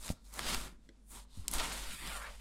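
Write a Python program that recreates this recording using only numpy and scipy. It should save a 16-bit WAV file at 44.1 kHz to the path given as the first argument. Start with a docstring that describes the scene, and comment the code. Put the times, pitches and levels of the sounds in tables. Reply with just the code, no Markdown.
"""A rag is wiped to and fro along a varnished wooden door, close to a hand-held microphone.
Its fibres slip in a dense rush of random pulses, coloured by panel resonances, reflections and grip.
It snags on rough spots with small ticks of filtered noise; two soft bumps and a light knock ring modes.
Rumble of the moving arm and a quiet room lie beneath, as shaped noise, with a faint steady hum, a sine
that a noise suppressor lets through by a table of levels."""
import sys
import numpy as np
from scipy import signal
from scipy.fft import rfft, irfft
from scipy.io import wavfile

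SR = 44100
rng = np.random.default_rng(int(sys.argv[2]) if len(sys.argv) > 2 else 0)


def int16_out(signal):
    """Quantize to a 16-bit WAV file."""
    q = np.round(np.clip(np.atleast_2d(signal).T, -1, 1) * 32767)
    wavfile.write(sys.argv[1], SR, q.astype(np.int16))


N = 106016
T = np.arange(N) / SR  # time, s


def from_db(db):
    """Level law: decibels to amplitude gain."""
    return 10 ** (np.asarray(db) / 20)


def rms_one(x):
    """Normalisation: scale to unit power."""
    return x / np.sqrt(np.mean(x ** 2) + 1e-20)


def in_time(rows):
    """Linear interpolation: each column of a table against time."""
    start_s, *columns = np.transpose(rows)
    return [np.interp(T, start_s, column) for column in columns]


def coloured(x, points):
    """Spectral shaping: weight a sound by a curve over log frequency, at unit power."""
    pitch_hz, level_db = np.transpose(points)
    bin_hz = np.maximum(np.arange(N // 2 + 1) * SR / N, 1)
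    curve_db = np.interp(np.log(bin_hz), np.log(pitch_hz), level_db)
    return rms_one(irfft(rfft(x) * from_db(curve_db), N))


def drift(corner_hz):
    """Low-passed noise: slow random fluctuation with a spread of one."""
    bin_hz = np.arange(N // 2 + 1) * SR / N
    spectrum = rfft(rng.standard_normal(N)) / (1 + (bin_hz / corner_hz) ** 2)
    return rms_one(irfft(spectrum, N))


def lowpass(x, order, corner_hz):
    """Butterworth low-pass: a flat passband below a smooth roll-off."""
    return signal.sosfilt(signal.butter(order, corner_hz, fs=SR, output="sos"), x)


def resonance(x, pitch_hz, width_hz):
    """Two-pole resonance: a band about one frequency, with about unit gain on top."""
    radius = np.exp(-np.pi * width_hz / SR)
    zeros = np.array([1, 0, -1]) * (1 - radius ** 2) / 2
    poles = [1, -(1 + radius ** 2) * np.cos(2 * np.pi * pitch_hz / SR), radius ** 2]
    return signal.lfilter(zeros, poles, x + 1e-18)


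def ring(force, modes):
    """Modal superposition: a force excites decaying sinusoids."""
    out = np.zeros(N)
    for pitch_hz, level_db, t60_s in modes:
        radius = from_db(-60 / (t60_s * SR))
        angle = 2 * np.pi * pitch_hz / SR
        poles = [1, -2 * radius * np.cos(angle), radius ** 2]
        out += from_db(level_db) * signal.lfilter([0, np.sin(angle)], poles, force + 1e-18)
    return out


def decay(start_s, length_s):
    """Exponential relaxation: a sudden start, falling to 1/e in one length."""
    return (T >= start_s) * np.exp(-np.abs(T - start_s) / length_s)


def swell(centre_s, half_length_s):
    """Gaussian envelope: a smooth rise and fall, 1/e at the half length."""
    return np.exp(-((T - centre_s) / half_length_s) ** 2)


# strokes of the rag, levels of the rubbing: start_s [s], middle_db, upper_middle_db, treble_db [dB]
WIPE_LEVELS = [
    [(0.0, -71, -62.5, -56), (0.02, -62, -66, -56), (0.026, -62.5, -56, -54), (0.068, -53, -51.5, -45.5),
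     (0.095, -57.5, -51.5, -52.5)],
    [(0.122, -62, -56.5, -49.5), (0.128, -67, -64, -60), (0.154, -72.5, -72, -72), (0.184, -74.5, -73, -85),
     (0.236, -85, -78, -77), (0.254, -73.5, -67, -67), (0.302, -73, -70, -66.5), (0.32, -66, -70, -67)],
    [(0.33, -60, -61.5, -56), (0.398, -47.5, -52.5, -51), (0.408, -53.5, -49.5, -56.5),
     (0.486, -41.5, -40.5, -45), (0.55, -44, -43.5, -44), (0.59, -53.5, -52, -52),
     (0.678, -55.5, -59, -57.5), (0.78, -85, -93, -95), (0.86, -82, -79.5, -80)],
    [(0.95, -85, -86, -98), (1.058, -94, -96, -86.5), (1.14, -60, -63, -54.5), (1.182, -61, -62, -56.5),
     (1.242, -79.5, -77.5, -72), (1.266, -83, -89, -96), (1.308, -82.5, -74.5, -72.5),
     (1.378, -71.5, -67, -61.5), (1.47, -71, -68.5, -71)],
    [(1.525, -56, -57.5, -47.5), (1.537, -44.5, -45.5, -46), (1.551, -44.5, -47, -42),
     (1.587, -47, -50.5, -47.5), (1.601, -38, -39.5, -47), (1.615, -41.5, -46, -48),
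     (1.649, -44.5, -45, -46.5), (1.7, -47.5, -52, -49)],
    [(1.72, -46.5, -44, -51.5), (1.728, -49.5, -48, -45.5), (1.75, -50.5, -51, -49.5),
     (1.778, -47.5, -49.5, -48), (1.82, -54.5, -53.5, -53), (1.88, -49.5, -49.5, -49.5),
     (1.974, -59, -55.5, -52), (1.99, -52.5, -53, -49), (2.05, -52, -52.5, -52)],
    [(2.07, -51.5, -47, -47.5), (2.104, -49.5, -52, -50), (2.17, -48.5, -54.5, -49.5),
     (2.192, -54, -62.5, -55.5), (2.224, -46, -55, -55), (2.232, -53, -60, -56),
     (2.246, -48.5, -58.5, -59.5), (2.372, -67, -66.5, -66), (2.4, -64.5, -64, -64.5)],
]
# bass of the rubbing passed into the door: start_s [s], level_db [dB]
DOOR_BASS_LEVEL = [(0, -70), (.08, -58), (.16, -79), (.3, -76), (.4, -53.5), (.48, -49), (.54, -44),
                   (.6, -56), (.69, -55), (.78, -74.5), (1.07, -83.5), (1.16, -56.5), (1.26, -93),
                   (1.46, -63), (1.54, -53), (1.62, -52.5), (1.78, -57.5), (1.96, -61.5), (2.07, -52),
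                   (2.19, -74), (2.4, -92)]
# borders between bass, middle, upper middle and treble: pitch_hz [Hz]
BAND_SPLITS_HZ = (420, 2500, 6000)
# colour of cloth on wood within the bands: pitch_hz [Hz], level_db [dB]
CLOTH_COLOUR = [(90, -1.5), (160, 2), (250, 1), (400, -3), (600, -3.5), (950, 1), (1500, -1), (2300, -2),
                (3700, -2), (4900, -3.5), (5700, -6.5), (7200, -6), (9200, -6), (11500, -12),
                (13500, -14.5), (15800, -21)]
SLIPS_PER_S, SLIP_SPREAD_DB = 7000, 2  # rate of fibre slips at full pressure; mean spread of their size
FUZZ_DB = -1.5  # smooth rush beneath the slips
PRESSURE_SHARE = 0.2  # share of the middle band's swing in dB that the slip rate follows
JUDDER_DB, JUDDER_HZ = 1.18, 15  # shared by all bands
FLICKER_DB, FLICKER_HZ = 0.68, 29  # separate in each band


def rag():
    """Stick-slip friction: random fibre slips, denser under pressure, swell with each wipe."""
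    levels_db = in_time(DOOR_BASS_LEVEL) + in_time([row for wipe in WIPE_LEVELS for row in wipe])
    middle_db = levels_db[1]
    pressure = from_db(PRESSURE_SHARE * (middle_db - middle_db.max()))
    sizes = from_db(SLIP_SPREAD_DB * np.minimum(rng.exponential(1, N), 5))
    sizes = sizes * rng.choice([-1, 1], N)
    happens = rng.random(N) < SLIPS_PER_S * pressure / SR
    # the root keeps the mean power even while the density changes
    slips = rms_one(sizes * happens / np.sqrt(pressure))
    rush = slips + from_db(FUZZ_DB) * rng.standard_normal(N)
    stream = rush * from_db(JUDDER_DB * drift(JUDDER_HZ))
    rub = coloured(panel(reflected(stream)), CLOTH_COLOUR)
    below = []
    for split_hz in BAND_SPLITS_HZ:
        below.append(signal.sosfiltfilt(signal.butter(4, split_hz, fs=SR, output="sos"), rub))
    bands = np.diff([np.zeros(N), *below, rub], axis=0)
    out = np.zeros(N)
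    for band, level_db in zip(bands, levels_db):
        flicker_db = FLICKER_DB * drift(FLICKER_HZ)
        out += rms_one(band) * from_db(level_db + flicker_db)
    return out


# close reflections as the hand travels between the sides of the frame:
# start_s [s], first_lag_ms [ms], second_lag_ms [ms], strength [0-1]
FRAME_REFLECTIONS = [(0, .82, .25, 0.07), (.25, 0.73, 0.27, 0.08), (.42, 1.1, 0.58, 0.11),
                     (.62, 0.79, 0.7, 0.08), (1.15, 0.89, 0.24, 0.14), (1.35, 1.05, 0.22, 0.14),
                     (1.6, 0.85, 0.24, 0.15), (1.85, 1.4, 0.61, 0), (1.97, 1.27, 0.834, 0.38),
                     (2.05, 0.89, 0.89, 0.19), (2.12, 0.72, 1.38, 0.28), (2.2, 0.67, 1.77, 0.33),
                     (2.31, 0.36, 1.92, 0.11)]


def reflected(x):
    """Comb interference: two reflections with moving lags, each bouncing twice, join the direct sound."""
    first_ms, second_ms, strength = in_time(FRAME_REFLECTIONS)
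    out = x
    for lag_ms in (first_ms, second_ms):
        once = np.interp(T - lag_ms / 1000, T, x)
        twice = np.interp(T - 2 * lag_ms / 1000, T, x)
        out = out + strength * once + strength ** 2 * twice
    return out / np.sqrt(1 + 2 * strength ** 2)


# resonances of the panel that the rubbing excites: pitch_hz [Hz], width_hz [Hz], gain [linear]
PANEL_RESONANCES = [(167, 16, 0.3), (575, 37, 0.97), (712, 25, 0.36), (910, 22, 0.19), (1372, 34, 0.65),
                    (1458, 9, 0.17), (1564, 15, 0.32), (1832, 29, 0.35), (2192, 20, 0.29), (2600, 13, 0.32),
                    (3406, 32, 0.47), (3690, 60, 0.61), (4700, 12, 0.24), (9740, 24, 0.2)]


def panel(x):
    """Forced resonance: the door's narrow modes ring along with the rubbing."""
    return x + sum(gain * resonance(x, pitch_hz, width_hz) for pitch_hz, width_hz, gain in PANEL_RESONANCES)


# regions lifted or shaded by the changing grip:
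# centre_s [s], half_length_s [s], pitch_hz [Hz], width_hz [Hz], gain_db [dB]
GRIP_SHADES = [(0.14, 0.56, 900, 270, 3), (.23, 0.16, 2900, 1900, -14), (0.74, 0.027, 1500, 350, 1),
               (0.4, 0.28, 22400, 3400, 10), (1.035, 0.082, 9400, 1400, 11),
               (1.083, 0.043, 16400, 2800, 18.5), (1.31, 0.15, 950, 350, 8.5), (1.31, 0.073, 3950, 740, 8),
               (2.004, 0.082, 1930, 390, 8.5), (2.06, .17, 6240, 2600, -11.5),
               (2.234, 0.067, 1230, 890, 4.5), (2.3, 0.016, 580, 130, 7), (1.453, 0.0065, 1300, 500, 11),
               (1.94, 0.13, 690, 610, -7), (1.4, 0.14, 540, 310, -4), (2.25, 0.027, 1840, 520, 4)]


def grip(x):
    """Time-varying filtering: hollows and folds under the hand colour the rubbing in passing."""
    for centre_s, half_length_s, pitch_hz, width_hz, gain_db in GRIP_SHADES:
        amount = (from_db(gain_db) - 1) * swell(centre_s, half_length_s)
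        x = x + amount * resonance(x, pitch_hz, width_hz)
    return x


# catches on rough spots of the wood: start_s [s], level_db [dB], pitch_hz [Hz], width_hz [Hz], length_s [s]
ROUGH_SPOTS = [(.0800, -38, 3020, 4000, 0.0011), (0.0912, -34.5, 2160, 4060, 0.0012),
               (.3392, -38.5, 8200, 9000, .001), (0.3923, -28, 1400, 2200, 0.0016),
               (0.5465, -25.5, 2280, 4000, 0.00088), (1.4813, -16, 7650, 1960, 0.00034),
               (1.4816, -34.5, 4900, 504, 0.003), (1.5138, -24, 11000, 1500, 0.00056),
               (1.5374, -23, 9460, 1800, .0005), (1.584, -30.5, 3960, 3500, .0015),
               (1.5940, -35, 3800, 2470, 0.0011), (1.5988, -27.5, 2020, 3020, 0.00086),
               (2.074, -38.5, 2970, 3500, 0.0016)]
SNAG_CRACK_DB = -25.5  # peak of the crack against the burst
SNAG_TAIL_S, SNAG_TAIL_DB = 0.0047, -22  # the short scatter after the burst


def snags():
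    """Impulsive release: each snag lets go in a sharp crack, a tearing burst and a short scatter."""
    out = np.zeros(N)
    for start_s, level_db, pitch_hz, width_hz, length_s in ROUGH_SPOTS:
        click = np.zeros(N)
        click[int(start_s * SR)] = 1
        crack = resonance(resonance(click, pitch_hz, width_hz), pitch_hz, 2 * width_hz)
        crack = from_db(SNAG_CRACK_DB) * crack / np.abs(crack).max()
        tearing = rms_one(resonance(rng.standard_normal(N), pitch_hz, width_hz))
        envelope = decay(start_s, length_s) + from_db(SNAG_TAIL_DB) * decay(start_s, SNAG_TAIL_S)
        out += from_db(level_db) * (crack + tearing * envelope)
    return out


# soft pushes of the hand: start_s [s], level_db [dB], contact_s [s]
HAND_BUMPS = [(0.1023, -26, 0.0013), (0.1037, -35.5, 0.00093), (1.373, -37.5, 0.0037),
              (1.381, -33.5, 0.0058), (1.392, -28, 0.0099), (1.403, -38, 0.0074)]
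# low modes of the door: pitch_hz [Hz], level_db [dB], t60_s [s]
DOOR_MODES = [(91.5, -11, .1), (176, -5.5, 0.053), (245, 0.5, 0.0227), (524, 0, .014), (680, -5.5, 0.0095)]


def bumps():
    """Impulse excitation: soft half-sine pushes set off the low modes of the door."""
    force = np.zeros(N)
    for start_s, level_db, contact_s in HAND_BUMPS:
        push = np.sin(np.pi * np.clip((T - start_s) / contact_s, 0, 1))
        force -= from_db(level_db) * push / push.sum()
    return ring(force, DOOR_MODES)


# modes of the knocked wood: pitch_hz [Hz], level_db [dB], t60_s [s]
WOOD_MODES = [(339, -2.5, 0.11), (430, -10, 0.16), (545, -10, 0.11), (1700, -6, .011), (1970, -2.5, 0.01),
              (3380, -2, 0.013), (4050, -2, 0.0072), (5360, -7, .005), (7420, -7, .003)]
KNOCK_S, KNOCK_DB, KNOCK_CONTACT_S = 0.8895, -50, 0.0047
KNOCK_CLICK_DB = -8  # the contact itself, beside the ringing


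def knock():
    """Modal excitation by a noisy contact: a light, rough touch clicks and rings the wood."""
    force = rng.standard_normal(N) * decay(KNOCK_S, KNOCK_CONTACT_S)
    force = force / np.sqrt(np.sum(force ** 2))
    return from_db(KNOCK_DB) * (ring(force, WOOD_MODES) + from_db(KNOCK_CLICK_DB) * force)


ROOM_T60_S, ROOM_DB, ROOM_DULL_HZ = 0.19, -19.5, 4870


def room(x):
    """Diffuse reverberation: convolution with a dull, exponentially decaying noise tail."""
    tail = rng.standard_normal(N) * from_db(-60 * T / ROOM_T60_S)
    tail = lowpass(tail, 1, ROOM_DULL_HZ)
    tail = tail / np.sqrt(np.sum(tail ** 2))
    return from_db(ROOM_DB) * signal.fftconvolve(x, tail)[:N]


# swing of the moving arm: start_s [s], level_db [dB]
ARM_LEVEL = [(0, -56), (.1, -43.5), (.22, -64.5), (.35, -62), (.52, -41), (.64, -53.5), (.8, -62),
             (1.03, -74), (1.17, -58.5), (1.28, -62), (1.4, -49), (1.51, -52), (1.555, -35.5), (1.65, -41),
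             (1.72, -60), (1.82, -41.5), (1.95, -50), (2.1, -50.5), (2.4, -51.5)]
# spectrum of the arm's rumble: pitch_hz [Hz], level_db [dB]
ARM_COLOUR = [(12, 7), (25, 1), (45, -4), (65, -9.5), (120, -26), (240, -26), (400, -56), (1000, -75)]


def arm_rumble():
    """Low-frequency noise: the moving arm rumbles as its level rises and falls."""
    level_db, = in_time(ARM_LEVEL)
    return from_db(level_db) * coloured(rng.standard_normal(N), ARM_COLOUR)


# level of a steady hum as a noise suppressor lets it through: start_s [s], level_db [dB]
HUM_PASSED = [(0, -54), (.15, -72), (.25, -56), (.45, -50.5), (.62, -47.5), (.8, -62.5), (1.05, -61.5),
              (1.2, -51.5), (1.3, -61.5), (1.6, -48), (1.8, -49), (1.96, -61.5), (2.1, -46), (2.4, -56.5)]
HUM_HZ = 48.4


def hum():
    """Gating: a noise suppressor, given as a table of levels, lets a steady low sine through."""
    level_db, = in_time(HUM_PASSED)
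    return from_db(level_db) * rms_one(np.sin(2 * np.pi * HUM_HZ * T))


# spectrum of the quiet room: pitch_hz [Hz], level_db [dB]
AIR_COLOUR = [(25, 4.5), (100, -5.5), (160, -5.5), (240, 2.5), (320, -14.5), (420, -13.5), (1000, -24),
              (3000, -29.5), (8000, -28.5), (12000, -40), (16000, -64)]
AIR_DB = -67


def room_air():
    """Stationary noise: the still air of the room, at a constant level."""
    return from_db(AIR_DB) * coloured(rng.standard_normal(N), AIR_COLOUR)


def scene():
    """Superposition: the rag and its contacts sound in the room, over the background."""
    near = grip(rag()) + snags() + bumps() + knock()
    background = arm_rumble() + hum() + room_air()
    return (near + room(near) + background)[None]


MIC_TOP_HZ, CUTOFF_HZ = 14360, 15750


def record(dry):
    """Band limiting: the microphone dulls the highest treble, then an elliptic filter cuts steeply."""
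    dulled = lowpass(dry, 2, MIC_TOP_HZ)
    return signal.sosfilt(signal.ellip(10, 0.1, 80, CUTOFF_HZ, fs=SR, output="sos"), dulled)


dry = scene()
out = record(dry)
int16_out(out)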